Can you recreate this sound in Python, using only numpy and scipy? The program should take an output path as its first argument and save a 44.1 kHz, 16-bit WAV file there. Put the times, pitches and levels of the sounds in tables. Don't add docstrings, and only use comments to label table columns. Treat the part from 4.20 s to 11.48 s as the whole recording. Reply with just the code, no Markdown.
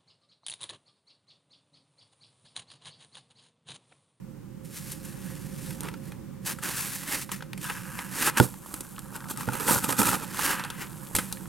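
import sys
import numpy as np
from scipy import signal
from scipy.fft import rfft, irfft
from scipy.io import wavfile

SR = 44100
rng = np.random.default_rng(int(sys.argv[2]) if len(sys.argv) > 2 else 0)


def pcm_store(signal):
    levels = np.round(np.clip(np.atleast_2d(signal), -1, 1) * 32767)
    wavfile.write(sys.argv[1], SR, levels.astype(np.int16).T)


N = 321048
TIME = np.arange(N) / SR

# t/s, level/dB
TRAFFIC_SWELL = [(0.0, -47), (1.62, -41), (2.92, -48), (3.33, -44), (4.58, -48.5), (5.74, -44), (6.85, -46),
                 (7.28, -44)]
# f/Hz, level/dB
AHEAD_TONE = [(25, -19.5), (60, -8.5), (100, -12.5), (150, 0.5), (250, -10), (330, -9), (450, -29),
              (800, -24), (1500, -30.5), (4000, -42), (9000, -40), (16000, -43.5)]
AROUND_TONE = [(25, -12), (45, -2.5), (160, 4), (400, -0.5), (1500, -31)]
# f/Hz, filter width/Hz, level against the rumble/dB
ENGINES = [(132.7, 35, -4), (186.6, 27.5, -2), (529, 27, -14)]

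SWELL_DB = 12.5
SWELL_CURVE, FADE_CURVE = 1.1, 1.09
# crest t/s, rise/s, fall/s, hiss level/dB, flapping against the hiss/dB
ARM_MOVES = [(.452, 0.0088, 0.04, -47, -25), (.57, 0.057, 0.058, -36.5, -14), (.71, 0.13, 0.073, -40, -12),
             (.865, 0.054, 0.077, -42, -9.5), (1.08, 0.26, 0.49, -47, -3.5), (1.45, 0.12, .16, -41.5, -12),
             (1.88, 0.076, 0.046, -49.5, -4.5), (2.266, 0.0096, 0.041, -27, -7.5),
             (2.3, 0.033, 0.039, -32.5, -2.5), (2.434, 0.012, 0.3, -32.5, -1), (2.59, 0.11, 0.27, -31, -12),
             (2.755, 0.071, 0.035, -36, -8), (2.942, 0.072, 0.043, -28.5, 0.5),
             (3.02, 0.064, .024, -32, -8), (3.12, 0.0062, 0.041, -32, -2.5), (3.44, 0.036, 0.17, -35, -21),
             (4.025, .08, .035, -27, -1), (4.073, .055, .018, -24, 0), (4.099, .022, .003, -28, 3),
             (4.174, 0.0047, 0.046, -26, -2), (6.255, 0.11, 0.069, -28, 0.5),
             (6.31, 0.086, 0.056, -31, 2.5), (6.62, 0.055, 0.044, -43, 7.5)]
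# t/s, f/Hz
FOLD_GLIDE = [(2.3, 1730), (2.47, 1580), (2.95, 1930), (4.07, 1660), (6.3, 1620), (6.62, 1920)]
# crest t/s, rise/s, fall/s, rasp level/dB, hollow ring against the rasp/dB
HAND_RUBS = [(3.445, 0.011, .05, -49.5, 13.5), (3.503, 0.024, 0.025, -44, 11.5),
             (3.575, 0.083, 0.045, -44.5, 4), (3.805, 0.25, 0.13, -42, 0), (4.187, 0.023, 0.011, -37, 13.5),
             (5.42, 0.1, .07, -46.5, 6), (6.295, 0.04, 0.18, -42.5, 11.5)]
# crest t/s, rise/s, fall/s, sand level/dB, crumbs against the sand/dB
MIX_SPILLS = [(4.3, 0.068, 0.092, -43.5, -19), (4.54, 0.29, 0.42, -42.5, -14),
              (5.05, 0.38, 0.14, -48.5, -1), (6.6, 0.42, 0.94, -47.5, -8), (7.03, 0.36, 0.44, -41.5, -19)]
# t/s, level/dB, ring f/Hz
LUMP_DROPS = [(4.34, -33, 930), (4.46, -34, 930), (4.647, -47, 1540), (4.764, -38, 2700),
              (4.781, -30, 1310), (5.005, -32, 1500), (5.042, -34, 1500), (5.067, -46, 1540),
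              (7.171, -34, 1800), (7.256, -34, 1160)]
# t/s, sack level/dB, crack level/dB, ring time/s, paper f/Hz
CREASE_SNAPS = [(.718, -62, -30, 0.055, 3000), (1.507, -37.5, -38, 0.032, 1900),
                (1.607, -51, -29.5, 0.0096, 2960), (1.634, -42, -34, 0.0082, 1400),
                (1.6865, -30, -44, .02, 1800), (1.7395, -36.5, -67, 0.023, 1300),
                (1.92, -39, -50, 0.025, 1560), (2.387, -36.5, -43, 0.05, 1420),
                (3.092, -34, -54, 0.043, 1170), (3.117, -28.5, -29, 0.02, 2090),
                (3.207, -37, -59, .03, 1490), (3.224, -32, -59, .025, 1260),
                (3.3322, -31.5, -44, 0.016, 1940), (3.377, -39.5, -39, 0.039, 2220),
                (3.499, -26, -36, 0.043, 1580), (3.79, -26.5, -46, 0.029, 1930),
                (4.074, -17.5, -25, 0.072, 1130), (4.172, -21, -31, 0.011, 1860),
                (4.2002, -21, -20.5, 0.0083, 3220), (4.541, -33, -27.5, 0.015, 2580),
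                (4.6075, -39, -28, 0.015, 1600), (4.792, -43, -33.5, 0.012, 3070),
                (4.963, -37.5, -33, 0.0097, 1370), (5.174, -39, -31, 0.017, 1590),
                (5.209, -33, -41, 0.01, 1270), (5.353, -29.5, -33, 0.017, 1380),
                (5.406, -34, -40, 0.023, 3000), (5.479, -22, -35, 0.023, 1100), (5.495, -20, -27, .02, 900),
                (5.725, -22.5, -26.5, 0.023, 1300), (5.79, -32, -22, 0.021, 1390),
                (6.192, -22.5, -34, 0.045, 980), (6.395, -27, -40, 0.051, 1190),
                (6.438, -29, -47, 0.018, 3300), (6.448, -29, -37.5, 0.035, 1280),
                (6.502, -29, -35, .03, 2720), (6.951, -23, -16, 0.048, 1960),
                (6.9633, -29, -18.5, 0.047, 3450), (6.986, -20, -23.5, 0.061, 1530),
                (7.1257, -29.5, -27.5, .018, 4100)]
# crest t/s, rise/s, fall/s, tearing level/dB, sack against the tearing/dB
BLADE_PULLS = [(1.65, 0.033, 0.054, -45.5, 10), (4.245, 0.059, .035, -34, -5),
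               (4.957, 0.027, 0.019, -41.5, 3.5), (5.11, 0.026, 0.028, -38, -4),
               (5.21, 0.039, 0.046, -36.5, 2.5), (5.35, 0.084, 0.12, -42.5, 5),
               (5.488, .025, 0.096, -27.5, -1), (5.54, 0.098, 0.048, -24.5, -2.5),
               (5.645, 0.019, 0.029, -30, 1.5), (5.69, 0.034, 0.08, -33.5, 1),
               (5.795, 0.018, 0.06, -24.5, 0), (5.865, 0.095, 0.099, -28.5, 0.5),
               (5.945, 0.12, 0.041, -39, 7.5), (6.035, 0.04, 0.039, -41.5, 5.5)]
# t/s, thud level/dB, clack level/dB
BLADE_BLOWS = [(4.1999, -6, -10), (5.278, -18.5, -53), (5.2878, -47, -21), (5.56, -22.5, -23.5),
               (5.792, -19.5, -22), (5.889, -22.5, -39), (6.949, -26.5, -42)]

# f/Hz, level/dB
NYLON_TONE = [(300, -22), (1200, -6.5), (2000, -2), (3000, -3.5), (4200, -3), (6000, -3), (9500, 0.5),
              (12500, -0.5), (16000, -13.5)]
CLOTH_TONE = [(120, -9.5), (280, 5), (450, -3.5), (880, 0), (1100, 1), (1450, 0.5), (1900, -1.5),
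              (2300, -12), (2700, -4.5), (4000, -16.5)]
SAND_TONE = [(1000, -2), (2050, -12), (2650, -11), (5200, -13), (8000, -4.5), (12000, -3), (16000, -15.5)]
CRACK_TONE = [(300, 19), (1500, -6.5), (4000, 8), (6000, 8.5), (8500, 16.5), (12000, 13), (16000, -9)]
TEAR_TONE = [(300, -4.5), (1500, 4), (2200, -37), (2650, -13), (3200, -2), (5400, -1), (8400, 4.5),
             (12400, 4.5), (16000, -8)]
# f/Hz, width/Hz, level/dB
PAPER_RINGS = [(1000, 150, 1.5), (1250, 220, 0.5), (1596, 240, 3.5), (1900, 75, -14), (2620, 480, -4)]
SACK_RINGS = [(236, 110, 1.5), (506, 130, -0.5), (883, 200, 2.5), (1283, 124, 1.5), (1510, 53, -12.5),
              (2446, 113, -7.5)]
# f/Hz, level/dB, ring time/s
TUB_NOTES = [(126, 2, .16), (190, 3, .04), (261, -12, .15), (385, -11, .08), (497, -7, .15), (600, -4, .05)]

# f/Hz, level/dB
SIDE_SHARE = [(30, -17), (120, -29), (300, -19), (1000, -8.5), (2000, -16), (4000, -39), (8000, -15.5),
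              (14000, -7.5)]
# f/Hz, left level minus right level/dB
MIC_BALANCE = [(40, 3), (120, -10), (280, -7.5), (550, -4.5), (1100, -0.3), (12000, -0.5)]
# f/Hz, phase/rad
MIC_LEAD = [(0, 0.83), (600, 0.86), (1980, -0.2), (8100, 0.51), (11000, 0.38), (13100, 0.48), (16500, -1.5)]


def undb(db):
    return 10 ** (np.asarray(db) / 20)


def unit(x):
    return x / np.sqrt(np.mean(x ** 2))


def gains(tone, hz):
    f, db = np.transpose(tone)
    return undb(np.interp(np.log(hz + 1), np.log(f), db))


def colour(x, tone, size=2048):
    cepstrum = irfft(np.log(gains(tone, np.fft.rfftfreq(size, 1 / SR))))
    cepstrum[1:size // 2] *= 2
    cepstrum[size // 2 + 1:] = 0
    click_response = irfft(np.exp(rfft(cepstrum)))
    return signal.fftconvolve(x, click_response)[:len(x)]


def resonate(x, hz, width):
    return signal.lfilter(*signal.iirpeak(hz, hz / width, SR), x)


def gliding(x, pitch, width_hz):
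    turn = np.exp(2j * np.pi * np.cumsum(np.interp(TIME, *np.transpose(pitch))) / SR)
    pole = np.exp(-np.pi * width_hz / SR)
    return np.real(turn * signal.lfilter([1 - pole], [1, -pole], x / turn))


def walk(rate):
    knots = rng.standard_normal(int(rate * N / SR) + 2)
    return unit(np.interp(TIME, np.arange(len(knots)) / rate, knots))


def wandering(x, wobble_s):
    return np.interp(TIME + wobble_s * walk(rate=35), TIME, x)


def grains(rate, spread_db):
    when, strength, swing = rng.random((3, N))
    size = undb(spread_db * -np.log(.04 + .96 * strength))
    return unit((when < rate / SR) * size * (2 * swing - 1))


def strokes(moves):
    t = TIME[::32]
    hiss, body = 0, 0
    for crest, rise, fall, db, body_db in moves:
        before = np.abs((t - crest) / rise) ** SWELL_CURVE
        after = np.abs((t - crest) / fall) ** FADE_CURVE
        power = undb(db - SWELL_DB * np.where(t < crest, before, after)) ** 2
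        hiss += power
        body += power * undb(body_db) ** 2
    return [np.interp(TIME, t, np.sqrt(power)) for power in (hiss, body)]


def fade(t, ring_s):
    return np.exp(-np.log(1000) * t / ring_s)


def add(track, s, sound):
    start = int(s * SR)
    track[start:start + len(sound)] += sound[:N - start]


def ringing(x, rings):
    return [undb(db) * resonate(x, hz, width) for hz, width, db in rings]


def traffic():
    level = undb(np.interp(TIME, *np.transpose(TRAFFIC_SWELL)))
    road_noise, engine_noise, around_noise = rng.standard_normal((3, N))
    rumble = unit(colour(road_noise, AHEAD_TONE)) * undb(0.38 * walk(rate=9.4))
    drones = sum(undb(db) * unit(resonate(resonate(engine_noise, hz, width), hz, width))
                 for hz, width, db in ENGINES)
    ahead = level * undb(-0.5) * (rumble + drones)
    around = level * undb(-5) * unit(colour(around_noise, AROUND_TONE))
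    return ahead, around


def sleeves():
    hiss, body = strokes(ARM_MOVES)
    slips = grains(rate=6000, spread_db=0) * undb(1.2 * walk(rate=220) + 0.9 * walk(rate=55))
    folds = unit(gliding(slips, FOLD_GLIDE, width_hz=390))
    flap = unit(unit(colour(slips, CLOTH_TONE)) + undb(-5.5) * folds)
    return undb(-2.5) * hiss * unit(colour(slips, NYLON_TONE)) + undb(-1.03) * body * flap


def rubbing():
    rasp, hollow = strokes(HAND_RUBS)
    slips = grains(rate=2500, spread_db=-3)
    ring = resonate(sum(ringing(slips, PAPER_RINGS)), hz=1500, width=2400)
    return rasp * unit(colour(slips, NYLON_TONE)) + hollow * unit(ring)


def trickling():
    fine, coarse = strokes(MIX_SPILLS)
    crumbs = grains(rate=900, spread_db=5)
    crackle = unit(resonate(grains(rate=70, spread_db=4.5), hz=3000, width=3500))
    specks = grains(rate=4600, spread_db=-7.5) + undb(-16) * crumbs
    sand = unit(colour(specks, SAND_TONE)) * undb(0.25 * walk(rate=37))
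    ring = resonate(crumbs, hz=904, width=310) - resonate(crumbs, hz=1520, width=180)
    patter = unit(wandering(ring, wobble_s=0.00166))
    return undb(-2.7) * fine * sand + coarse * (undb(3) * patter + undb(-6) * crackle)


def lumps():
    out, t = np.zeros(N), TIME[:SR // 20]
    for s, db, hz in LUMP_DROPS:
        noise = rng.standard_normal(len(t))
        ring = resonate(noise * fade(t, 0.019), hz, width=hz / 4)
        tick = undb(-10) * noise * fade(t, 0.0026)
        add(out, s, undb(db) * (ring / np.abs(ring).max() + tick))
    return out


def snaps():
    out, t = np.zeros(N), TIME[:SR // 6]
    for s, body_db, crack_db, ring_s, hz in CREASE_SNAPS:
        tail = undb(-20) * fade(t, 9 * ring_s)
        spray = rng.standard_normal(len(t)) * (fade(t, ring_s) + tail)
        spray[0] = 4
        size = np.std(spray) / np.std(spray[:SR // 200])
        crack = unit(colour(spray, CRACK_TONE))
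        sack = undb(-1) * sum(ringing(spray, SACK_RINGS))
        body = unit(sack + resonate(spray, hz, width=hz / 2.8))
        add(out, s, size * (undb(crack_db) * crack + undb(body_db) * body))
    return undb(-3.5) * out


def cutting():
    hiss, body = strokes(BLADE_PULLS)
    catches = undb(1.97 * walk(rate=300) + 1.7 * walk(rate=48))
    fibres = grains(rate=800, spread_db=4.8) * catches
    grit = grains(rate=12000, spread_db=-1) * catches
    tear = unit(colour(fibres + undb(8.5) * grit, TEAR_TONE))
    low_ring, *high_rings = ringing(fibres + undb(2.5) * grit, SACK_RINGS)
    skin = unit(wandering(sum(high_rings), wobble_s=0.000774))
    firmness = (body / body.max()) ** 0.14
    return undb(1.5) * hiss * tear + body * (skin + undb(-2.5) * firmness * unit(low_ring))


def blows():
    out, t = np.zeros(N), TIME[:SR // 3]
    tub = sum(undb(db) * np.sin(2 * np.pi * hz * t) * fade(t, ring_s) for hz, db, ring_s in TUB_NOTES)
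    tub /= np.abs(tub).max()
    knock = np.sin(2 * np.pi * 1430 * t) * fade(t, 0.026)
    knock += undb(1) * np.sin(2 * np.pi * 880 * t) * fade(t, 0.027)
    for s, thud_db, clack_db in BLADE_BLOWS:
        mix_noise, blade_noise = rng.standard_normal((2, len(t)))
        shifting = resonate(resonate(mix_noise, hz=240, width=156), hz=154, width=290)
        thud = tub + undb(-7) * unit(shifting) * fade(t, 0.15)
        clack = undb(-11.5) * blade_noise * fade(t, 0.014) + undb(2) * knock
        add(out, s, undb(thud_db) * thud + undb(clack_db) * clack)
    return signal.sosfilt(signal.butter(3, 75, "high", fs=SR, output="sos"), out)


def scene():
    ahead, around = traffic()
    direct = sleeves() + rubbing() + cutting() + trickling() + lumps() + snaps() + ahead
    side = colour(direct, SIDE_SHARE) * walk(rate=36) + around
    return blows() + np.array([direct + side, direct - side])


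def record(dry):
    dipped = dry - 0.72 * resonate(dry, hz=677.5, width=174)
    hz = np.fft.rfftfreq(N, 1 / SR)
    balance = gains(MIC_BALANCE, hz)
    lead = np.interp(hz, *np.transpose(MIC_LEAD))
    left, right = balance * np.exp(1j * lead), np.ones_like(hz)
    pair = irfft(rfft(dipped) * np.array([left, right]) * 2 / (1 + balance), N)
    treble_cut = signal.ellip(10, .2, 70, 16100, fs=SR, output="sos")
    return signal.sosfilt(treble_cut, np.clip(pair, -1, 1))


dry = scene()
out = record(dry)
pcm_store(out)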